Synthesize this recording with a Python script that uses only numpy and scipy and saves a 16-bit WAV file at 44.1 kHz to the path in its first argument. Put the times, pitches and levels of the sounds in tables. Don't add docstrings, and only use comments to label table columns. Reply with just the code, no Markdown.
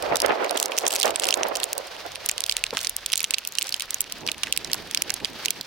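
import sys
import numpy as np
from scipy import signal
from scipy.fft import rfft, irfft, next_fast_len
from scipy.io import wavfile
from scipy.ndimage import uniform_filter1d, minimum_filter1d, map_coordinates

SR = 44100
rng = np.random.default_rng(int(sys.argv[2]) if len(sys.argv) > 2 else 0)


def dump(signal):
    limited = np.clip(np.atleast_2d(signal).T, -1, 1)
    pcm = np.round(limited * 32767).astype(np.int16)
    wavfile.write(sys.argv[1], SR, pcm)


N = 249606

# (time [s], level [dB])
FALL_LEVEL = [(0, -42), (1.8, -40.5), (2.3, -42.5), (4.2, -44), (4.8, -43), (5.28, -42.5), (5.42, -39.5),
              (5.54, -44.5)]
# (frequency [Hz], level [dB])
HISS_COLOUR = [(100, -11), (300, -5), (500, 4), (1100, 4.5), (1600, 6.5), (2200, 5), (3000, 6), (4600, 6),
               (6100, 0), (7300, -9), (10000, -10.5), (16000, -12.5)]
# (frequency [Hz], likeness [0 to 1])
LEFT_RIGHT_LIKENESS = [(1500, 0.9), (3000, 0.57), (5000, 0.36), (8000, 0.3), (11000, 0.12), (15000, 0.042)]
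# (time [s], level [dB])
WIND_LEVEL = [(0, -34.5), (.1, -27.5), (.19, -35.5), (.38, -27), (.485, -38), (.65, -31.5), (1.17, -34.5),
              (1.4, -28.5), (1.7, -38.5), (2.1, -45), (2.4, -45.5)]
# (middle [s], length [s], level [dB])
PUFFS = [(.085, 0.11, -30), (.136, 0.05, -22.5), (.243, 0.054, -21.5), (.308, 0.059, -20),
         (.422, 0.044, -23), (.458, 0.037, -24), (.513, 0.029, -22.5), (.562, 0.035, -24), (.618, .02, -27),
         (.665, 0.0088, -29.5), (.857, 0.047, -25.5), (.945, 0.032, -27), (1.064, 0.048, -21),
         (1.105, 0.036, -27), (1.275, 0.08, -27), (1.41, 0.042, -27.5), (1.457, 0.028, -23),
         (1.52, 0.013, -23.5), (1.615, 0.026, -30.5), (1.785, 0.06, -35.5), (2.062, 0.023, -34)]
# (frequency [Hz], level [dB])
BLUSTER_COLOUR = [(40, -63), (140, -33), (240, -15), (380, -4), (520, 0.5), (680, 0.5), (850, -4),
                  (1150, -9), (2000, -16), (3200, -24.5), (5000, -33), (8000, -56)]
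# (frequency [Hz], level [dB])
RASP_COLOUR = [(60, -44), (160, 0), (500, 4), (1500, 9), (2800, 3.5), (6000, -40), (10000, -47)]
# (time [s], level [dB])
RUSH_LEVEL = [(0, -55), (1.8, -69), (2.2, -63), (4.1, -55), (4.26, -39.5), (4.38, -49.5), (4.8, -44.5),
              (5.2, -45.5), (5.66, -50)]
# (frequency [Hz], level [dB])
RUSH_COLOUR = [(30, -22), (100, -8.5), (220, -1.5), (380, -1.5), (650, -6), (1100, -12.5), (2500, -85),
               (6000, -60)]
# (time [s], level [dB])
RUMBLE_LEVEL = [(0, -51), (.28, -50), (.34, -81), (1, -68), (1.06, -56), (1.95, -64), (2.1, -54.5),
                (2.45, -60.5), (2.7, -56), (3.05, -57), (3.4, -64.5), (4.7, -53), (5.66, -62)]
# (frequency [Hz], level [dB])
RUMBLE_COLOUR = [(10, -38), (25, -22), (38, -1.5), (60, -10), (90, -8), (160, -13), (500, -42)]
# (middle [s], length [s], level [dB])
SHOWERS = [(.61, .1, -43), (.8, .06, -39.5), (.95, .14, -38), (1.06, .07, -39.5), (1.27, .12, -38),
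           (2.48, .16, -50), (2.81, .12, -43), (3.18, .14, -46), (3.62, .16, -45.5)]
# (time [s], level [dB], brightness [dB per octave], crush time [s], ring pitch [Hz])
PELLETS = [(0.0242, -21, 2, 0.0025, 2380), (0.1574, -11.5, 5.5, 0.0007, 3500),
           (0.1689, -12, 5, 0.0013, 7680), (0.2027, -11.5, 3.5, 0.00016, 5060),
           (0.2191, -10, 4.5, 0.00078, 4940), (0.2612, -15, 3.5, 0.0015, 2330),
           (0.4446, -19, -1, 0.0016, 2320), (0.495, -20, -3, 0.001, 4400.0),
           (0.5094, -15.5, 3.5, 0.00072, 9300), (0.574, -12, 5.5, 0.0025, 3250),
           (0.6, -12.0, 3.5, 0.0008, 5960), (0.6276, -10, 4.5, 0.0013, 3380),
           (0.6585, -14, 5.5, 0.00018, 5940), (0.719, -18, -1, 0.0019, 2670),
           (0.7768, -16.5, 3, 0.0017, 2400.0), (0.781, -10.5, -3.5, 0.0027, 5560),
           (0.7865, -4.5, 8, 0.00071, 2400), (0.866, -9.5, 1, 0.0018, 6160),
           (0.878, -11, 7.5, 0.0017, 6800), (0.881, -6.5, 9.5, 0.000099, 7040),
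           (0.9064, -17, 3, 0.0026, 3200.0), (0.9203, -20, 8, 0.00095, 2500),
           (0.928, -17, 7, 0.00067, 5250), (0.938, -15.5, 5, 0.00061, 2500.0),
           (0.95, -17.5, 7, 0.0026, 2600.0), (0.9566, -13, 6, 0.0018, 2510),
           (0.9626, -10.5, 4, 0.00023, 6200.0), (1.0004, -13, 9, 0.000096, 9050),
           (1.0129, -12, -2, 0.0018, 2300), (1.0198, -12, -1, 0.00061, 4200.0), (1.03, -6, 2, 0.0016, 3020),
           (1.0346, -9, -5, 0.0011, 3600), (1.0569, -13, 6, 0.0013, 2300.0),
           (1.0784, -20.0, -7, 0.0014, 9900.0), (1.1068, -19, 3, 0.0014, 7600),
           (1.1588, -11, 0.0, 0.0017, 8260), (1.1979, -13.0, 7, 0.0002, 3200.0),
           (1.236, -13, -5.5, 0.0014, 7550), (1.242, -10.5, 0, 0.0012, 6800),
           (1.2545, -15, 5, 0.00089, 2420), (1.2692, -17.5, 2, 0.0015, 2400.0),
           (1.288, -9.5, 0, 0.0012, 5340), (1.3075, -4.5, 2, 0.00021, 5060),
           (1.3264, -7.5, -6, 0.00038, 2900), (1.3409, -4, 0.5, 0.0016, 6800),
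           (1.433, -11.5, -6.5, 0.00059, 5940), (1.4848, -24, 23, 0.00057, 8000),
           (1.5542, -16.5, 1.5, 0.0014, 2390), (1.5585, -15, 6, 0.0012, 2980),
           (1.5692, -17, 7, 0.0014, 6500.0), (1.601, -19.5, 1, 0.0016, 3050),
           (1.6333, -12.0, 2.5, 0.00011, 3800), (1.6409, -8.5, 3, 0.00038, 7760),
           (1.731, -14, 8, 0.00018, 2400), (1.7797, -16, 8, 0.0014, 8700),
           (2.157, -21.5, 2.5, 0.0004, 2400.0), (2.2608, -14.5, 7.5, 0.0018, 2510),
           (2.2892, -11.5, 5.5, 0.0011, 3600), (2.2948, -7, -3, 0.00061, 2540),
           (2.314, -15.5, 3, 0.00035, 7800), (2.38, -16, 1.5, 0.0012, 3500.0),
           (2.4058, -15.0, 2.5, 0.00012, 2280), (2.4389, -13, 0, 0.00062, 3540),
           (2.4638, -19.5, 7, 0.0013, 2800), (2.4963, -7.5, -0.5, 0.00023, 3200),
           (2.5125, -17, 1, 0.0014, 2290), (2.5234, -14.0, 2, 0.000083, 3780),
           (2.5677, -11.5, 0.5, 0.00036, 9300), (2.6394, -6.5, -1, 0.00062, 2800),
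           (2.6656, -21, -2, 0.00046, 4040), (2.707, -22.5, -2, 0.00064, 4740),
           (2.771, -12.5, -4.5, 0.00038, 3150), (2.7794, -21, 3, 0.0016, 2300.0),
           (2.79, -21.0, -5, 0.0018, 4000.0), (2.8135, -21.5, 9, 0.0006, 6200.0),
           (2.847, -16, 4, 0.0018, 6500.0), (2.871, -9.0, -1.5, 0.000091, 5300),
           (2.8952, -15, 15.5, 0.001, 2700.0), (2.9656, -14, 9, 0.00023, 2640),
           (3.0615, -13, 3, 0.0014, 2200), (3.1198, -17.5, 3, 0.0019, 4000.0),
           (3.1307, -12, 6.5, 0.001, 8700.0), (3.1352, -6, -4, 0.00046, 5600),
           (3.1571, -13.0, 6, 0.00012, 3370), (3.1773, -12.5, 7, 0.0001, 6500.0),
           (3.194, -20.5, 4, 0.0007, 5070), (3.2052, -14.5, 4, 0.00012, 2320),
           (3.2301, -20.5, 8, 0.00065, 10800.0), (3.2429, -10.5, 2.5, 0.00034, 3020),
           (3.2471, -17.5, -5, 0.0011, 8400.0), (3.3083, -12, 2, 0.00015, 6360),
           (3.3382, -12.5, 1.5, 0.00075, 2490), (3.343, -6.5, -3, 0.00009, 4170),
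           (3.3838, -15.5, 2.5, 0.001, 3160), (3.4504, -21.5, -2.5, 0.00067, 11000),
           (3.474, -15.5, 11, 0.0016, 2510), (3.5529, -22.5, 0, 0.0012, 3430),
           (3.5855, -8.5, -0.5, 0.00093, 3000), (3.592, -20.0, 19, 0.00018, 3200.0),
           (3.6121, -19.5, -1, 0.00048, 8400.0), (3.6204, -15.5, -5.5, 0.0013, 8000.0),
           (3.627, -15, 5, 0.00012, 2300.0), (3.6919, -19.5, 5, 0.0019, 2500),
           (3.7236, -15.5, 3.5, 0.0025, 4800.0), (3.743, -11, -1, 0.00017, 3150),
           (3.7973, -19, 0, 0.0013, 2400), (3.806, -18, 2, 0.002, 3900),
           (3.8211, -18.5, 5.5, 0.00089, 2320), (3.907, -16, 11.5, 0.00049, 3220),
           (3.9442, -12.5, 7, 0.000088, 6670), (4.007, -8.5, 10.5, 0.00019, 8200),
           (4.016, -16.5, 14, 0.00043, 6840), (4.1233, -18, 6.5, 0.00016, 5230),
           (4.2653, -21.0, 2, 0.00087, 5700.0), (4.276, -15.5, 0, 0.00025, 4400),
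           (4.2873, -12, -12, 0.0025, 3040), (4.3166, -15.5, 5, 0.0016, 2830),
           (4.4335, -10.0, 0.5, 0.0032, 2940), (4.5256, -8.5, 0.5, 0.00041, 2870),
           (4.564, -22, 2, 0.00062, 5100), (4.575, -10.5, 5, 0.0011, 2400), (4.6464, -19, 1.5, 0.002, 5440),
           (4.7164, -22, 0.5, 0.00089, 6200.0), (4.7323, -8.5, 3.5, 0.0014, 4680),
           (4.7435, -16.5, 7, 0.0013, 2500.0), (4.9114, -21.5, 0.5, 0.0015, 2980),
           (4.9473, -8.0, 2.5, 0.0011, 4600), (4.9734, -11.5, 1, 0.0021, 4900),
           (5.0209, -10.0, 4.5, 0.00085, 6900), (5.096, -22, -2, 0.0003, 4460),
           (5.1035, -11.5, 1.0, 0.0014, 5660), (5.14, -15.5, 7.5, 0.0016, 6650),
           (5.247, -11.5, -1.5, 0.0011, 4950), (5.254, -19, -3, 0.0025, 3100),
           (5.45, -18.5, -2, 0.0023, 2310), (5.4582, -10.0, 3.5, 0.0019, 6100),
           (5.483, -15, 2.5, 0.0017, 2680), (5.5057, -10.5, 4, 0.0016, 2230), (5.611, -19, 5, 0.0016, 4240)]
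# (frequency [Hz], level [dB])
SURFACE_COLOUR = [(100, -27), (900, -21), (1600, -14.5), (2100, -3.5), (2700, 2.5), (5500, 0), (7500, -4),
                  (9300, -4.5), (11000, -11), (13000, -13), (14500, -16.5), (16500, -13.5)]
# (frequency [Hz], share [0 to 1])
SHADE_SHARE = [(1000, 0.37), (3000, 0.87), (5500, 0.59), (8500, 0.72), (11000, 0.5), (14000, 0.12)]
# (time [s], level [dB], pitch [Hz], decay time [s])
CLUMPS_AND_BUMPS = [(0.115, -33, 150, 0.005), (.134, -34, 170, 0.004), (0.243, -47, 121, 0.0058),
                    (.296, -17, 960, 0.001), (0.3208, -17, 1050, 0.00071), (1.16, -24, 1910, 0.0019),
                    (2.728, -23.5, 460, 0.0032), (2.729, -45, 128, 0.0055), (2.731, -34, 900, 0.014),
                    (2.748, -38, 260, 0.0046), (2.772, -21.5, 1460, 0.003), (4.29, -33, 2050, 0.005),
                    (4.434, -29.5, 1690, 0.005), (4.47, -32, 1850, 0.012), (4.478, -40, 3400, .008),
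                    (4.699, -34, 2430, 0.005), (4.744, -31, 1160, 0.0063), (4.849, -50, 2950, 0.0044),
                    (5.105, -19.5, 1590, 0.0011), (5.199, -36, 2530, .007), (5.25, -34, 2200, 0.0089),
                    (5.443, -40, 2300, 0.01)]
# (frequency [Hz], level [dB])
GRIT_COLOUR = [(300, -20), (1300, 1), (2800, 38), (5500, -10), (9000, -49), (15000, -4)]

TOP_HZ = 16100
TICK_SIZE, LEAD_S = 640, .002


def amp(db):
    return 10 ** (np.asarray(db) / 20)


def unit(x):
    return x / np.sqrt(np.mean(x ** 2) + 1e-20)


def along(points, hz):
    f, v = np.transpose(points)
    return np.interp(np.log(hz + 1), np.log(f + 1), v)


def curve(rows):
    return np.interp(np.arange(N) / SR, *np.transpose(rows))


def wobble(rate):
    points = rng.standard_normal(int(N * rate / SR) + 4)
    return map_coordinates(points, [np.arange(N) * rate / SR])


def swells(rows, squareness=3):
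    t = np.arange(N) / SR
    return sum(amp(db) ** 2 * np.exp(-np.abs(2 * (t - s) / length_s) ** squareness)
               for s, length_s, db in rows)


def filtered(x, response):
    n = x.shape[-1]
    m = next_fast_len(2 * n)
    return irfft(rfft(x, m) * response(np.fft.rfftfreq(m, 1 / SR)), m)[..., :n]


def causal(gain):
    cepstrum = irfft(np.log(gain + 1e-6))
    half = cepstrum.shape[-1] // 2
    fold = np.r_[1, np.full(half - 1, 2), 1, np.zeros(half - 1)]
    return np.exp(rfft(cepstrum * fold))


def pair(size, alike):
    a, b = rng.standard_normal((2, size))
    turn = np.arccos(np.clip(alike, -1, 1)) / 2
    return np.cos(turn) * a + np.sin(turn) * np.array([b, -b])


def panned(balance_db):
    gains = amp(np.array([[.5], [-.5]]) * balance_db)
    return gains / np.sqrt(np.mean(gains ** 2, axis=0))


def noise(spectrum, alike):
    return unit(filtered(pair(N, alike), lambda hz: amp(along(spectrum, hz))))


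def ports(spectra, hz):
    turn = np.arccos(np.clip(along(LEFT_RIGHT_LIKENESS, hz), -1, 1)) / 2
    shared, opposed = spectra[..., :1, :], spectra[..., 1:, :]
    return np.cos(turn) * shared + np.sin(turn) * opposed * np.array([[1], [-1]])


def add(track, s, sound):
    start = int(np.clip(round(s * SR), 0, N - 1))
    track[:, start:start + sound.shape[1]] += sound[:, :N - start]


def far_fall(trim_db=-0.16, flutter_db=2.96):
    size = next_fast_len(N)
    hz = np.fft.rfftfreq(size, 1 / SR)
    spectra = rfft(rng.standard_normal((2, size)))
    hiss = irfft(ports(spectra, hz) * amp(along(HISS_COLOUR, hz)), size)[:, :N]
    level_db = curve(FALL_LEVEL) + trim_db + flutter_db * wobble(60)
    return amp(level_db) * panned(-1.3) * unit(hiss)


def gust(fade_db_per_s=20, rasp_db=-4.5, flutter_db=0.5):
    since_last_row_s = np.maximum(np.arange(N) / SR - WIND_LEVEL[-1][0], 0)
    wind_db = curve(WIND_LEVEL) - fade_db_per_s * since_last_row_s + flutter_db * wobble(25.07)
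    strength_db = 10 * np.log10(amp(wind_db) ** 2 + swells(PUFFS))
    eddies = amp(np.array([1.0 * wobble(70) + 2.3 * wobble(260) for port in range(2)]))
    air = unit(filtered(eddies * pair(N, alike=0.16), lambda hz: causal(amp(along(BLUSTER_COLOUR, hz)))))
    rasp = unit(eddies ** 3.3 * noise(RASP_COLOUR, alike=0.15))
    excess_db = 1.94 * (strength_db - strength_db.max())
    return amp(strength_db) * (panned(-6.0) * air + amp(rasp_db + excess_db) * panned(-4) * rasp)


def distance():
    rush_db = curve(RUSH_LEVEL) + 3.1 * wobble(30)
    rush = amp(rush_db) * panned(-5.0) * noise(RUSH_COLOUR, alike=0.64)
    rumble = amp(curve(RUMBLE_LEVEL)) * panned(-0.82) * noise(RUMBLE_COLOUR, alike=0.77)
    return rush + rumble


def patter(level_db=-52.0, centre_hz=3000):
    track, t = np.zeros((2, N)), np.arange(SR // 100) / SR
    taps_per_s, cycles = 130, 3.5
    count = int(taps_per_s * N / SR)
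    when = rng.random(count)
    traits = np.clip(rng.standard_normal((count, 3)), -2, 2)
    for share, (size, pitch, side) in zip(when, traits):
        hz = centre_hz * np.exp(.3 * pitch)
        tap = np.sin(2 * np.pi * hz * t) * np.exp(-2 * hz * t / cycles)
        add(track, share * N / SR, amp(4 * size) * panned(4 * side - 2) * tap)
    return amp(level_db) * unit(track)


def ticks(db, bright, crush_s, ring_hz, balance_db, spot_db=6.5, spot_octaves=0.23,
          ring_db=-20, ring_s=0.002, crumble_db=-21, crumble_s=0.0011, pivot_hz=5000, ripple_db=2.0):
    db, bright, crush_s, ring_hz, balance_db = (
        np.reshape(v, (-1, 1, 1)) for v in (db, bright, crush_s, ring_hz, balance_db))
    t, hz = np.arange(TICK_SIZE) / SR - LEAD_S, np.fft.rfftfreq(TICK_SIZE, 1 / SR)
    fade = lambda life_s: np.exp(-np.abs(t) / np.maximum(life_s, 1e-4))
    crumble = amp(crumble_db) * fade(crumble_s)
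    crush_and_ring = np.hypot(fade(crush_s), amp(ring_db) * fade(ring_s))
    envelope = np.where(t < 0, crumble, crush_and_ring)
    force = envelope * rng.standard_normal((len(db), 2, TICK_SIZE))
    ripple = signal.resample(rng.standard_normal((len(db), 1, 14)), len(hz), axis=-1)
    resonance_db = spot_db * np.exp(-(np.log2((hz + 1) / ring_hz) / spot_octaves) ** 2)
    tilt_db = bright * np.log2(np.maximum(hz / pivot_hz, .5))
    colour = amp(along(SURFACE_COLOUR, hz) + tilt_db + resonance_db + ripple_db * ripple)
    shade = amp(np.array([[.5], [-.5]]) * balance_db * along(SHADE_SHARE, hz))
    sound = irfft(ports(rfft(force), hz) * causal(colour) * shade * (hz < TOP_HZ))
    energy = np.sum(sound ** 2, axis=(1, 2), keepdims=True)
    return amp(db) * sound / np.sqrt(energy / (2 * SR / 1000))


def landed(times, sounds):
    track = np.zeros((2, N))
    for s, sound in zip(times, sounds):
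        add(track, s - LEAD_S, sound)
    return track


def flurry(calm_db=-60, debris_db=-36, debris_s=0.009):
    t = np.arange(N) / SR
    debris = sum(amp(db + debris_db) ** 2 * (t > s) * np.exp(-np.abs(t - s) / debris_s)
                 for s, db, *_ in PELLETS)
    return 10 * np.log10(amp(calm_db) ** 2 + swells(SHOWERS) + debris)


def crumbs(flurry_db, trim_db=-1, bright=2.4, size_db=6, largest_db=-24, bright_spread=5.0,
           centre_hz=4200, side_db=-5, side_spread_db=3):
    mean_per_s, most_per_s, life_s = 90, 230, .0006
    density = amp(flurry_db)
    per_s = np.minimum(mean_per_s * density / density.mean(), most_per_s)
    due = np.cumsum(per_s) / SR
    turns = np.arange(int(due[-1]))
    at = np.minimum(np.searchsorted(due, turns + rng.uniform(0, 1.5, len(turns))), N - 1)
    size = np.minimum(rng.exponential(size=len(at)), 2.5)
    hard, life, pitch, side = np.clip(rng.standard_normal((len(at), 4)), -2, 2).T
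    db = flurry_db[at] - 10 * np.log10(per_s[at] / 1000) + size_db * size + trim_db
    grains = ticks(np.minimum(db, largest_db), bright + bright_spread * hard,
                   life_s * np.exp(0.38 * life), centre_hz * np.exp(.4 * pitch),
                   side_db + side_spread_db * side)
    return landed(at / SR, grains)


def pellets(trim_db=0.5, side_db=-8.5):
    s, db, bright, crush_s, ring_hz = np.transpose(PELLETS)
    return landed(s, ticks(db + trim_db, bright, crush_s, ring_hz, side_db))


def clumps_and_bumps(sharpness=0.84, grain_db=4.5):
    track, t = np.zeros((2, N)), np.arange(SR // 10) / SR
    for s, db, pitch, decay_s in CLUMPS_AND_BUMPS:
        body = lambda hz: (1j * hz * pitch / (sharpness * (pitch ** 2 - hz ** 2) + 1j * hz * pitch)) ** 2
        grains = amp(grain_db * signal.resample(rng.standard_normal(50), len(t)))
        pat = filtered(np.exp(-t / decay_s) * grains * pair(len(t), alike=0.91), body)
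        pat /= np.sqrt(np.sum(pat ** 2) / (2 * decay_s * SR))
        add(track, s, amp(db) * panned(-2.9) * pat)
    return track


def slush(flurry_db, level_db=-11, ripple_db=3.0):
    grit = amp(ripple_db * wobble(360)) * noise(GRIT_COLOUR, alike=0.36)
    thickness_db = flurry_db + (flurry_db - flurry_db.max()) / 2
    return amp(level_db + thickness_db) * panned(-1) * unit(grit)


def hum(pitch_hz=37.8):
    phase = 2 * np.pi * pitch_hz * np.arange(N) / SR + .5 * wobble(8.1)
    power = swells([(2.61, 0.16, -53)])
    return np.sqrt(2 * power) * np.sin(phase)


def ducked(sound, treble_hz=2200, load_db=7, threshold_db=-22, slope=0.38, attack_s=0.0033,
           recover_db_per_s=300):
    smooth = lambda x, s: signal.lfilter([1 / (s * SR)], [1, 1 / (s * SR) - 1], x)
    treble = filtered(sound, lambda hz: hz > treble_hz)
    lows = sound - treble
    treble_power = smooth(np.mean(treble ** 2, axis=0), .001)
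    low_power = smooth(np.mean(lows ** 2, axis=0), .3)
    level_db = 10 * np.log10(treble_power + 1e-12) + load_db * np.sqrt(low_power / low_power.max())
    wanted_cut_db = slope * np.maximum(level_db - threshold_db, 0)
    recovery_db = recover_db_per_s * np.arange(N) / SR
    cut_db = np.maximum.accumulate(wanted_cut_db + recovery_db) - recovery_db
    return sound * amp(-smooth(cut_db, attack_s))


def scene():
    flurry_db = flurry()
    background = far_fall() + gust() + distance() + patter()
    near = crumbs(flurry_db) + pellets() + clumps_and_bumps() + slush(flurry_db)
    return background + near + hum()


def record(dry, ceiling=.97, reaction=45):
    in_band = lambda x: filtered(x, lambda hz: hz < TOP_HZ)
    sound = in_band(ducked(dry))
    needed = ceiling / np.maximum(np.abs(sound), ceiling)
    gain = uniform_filter1d(minimum_filter1d(needed, 2 * reaction + 1), reaction)
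    return in_band(sound * gain)


dry = scene()
out = record(dry)
dump(out)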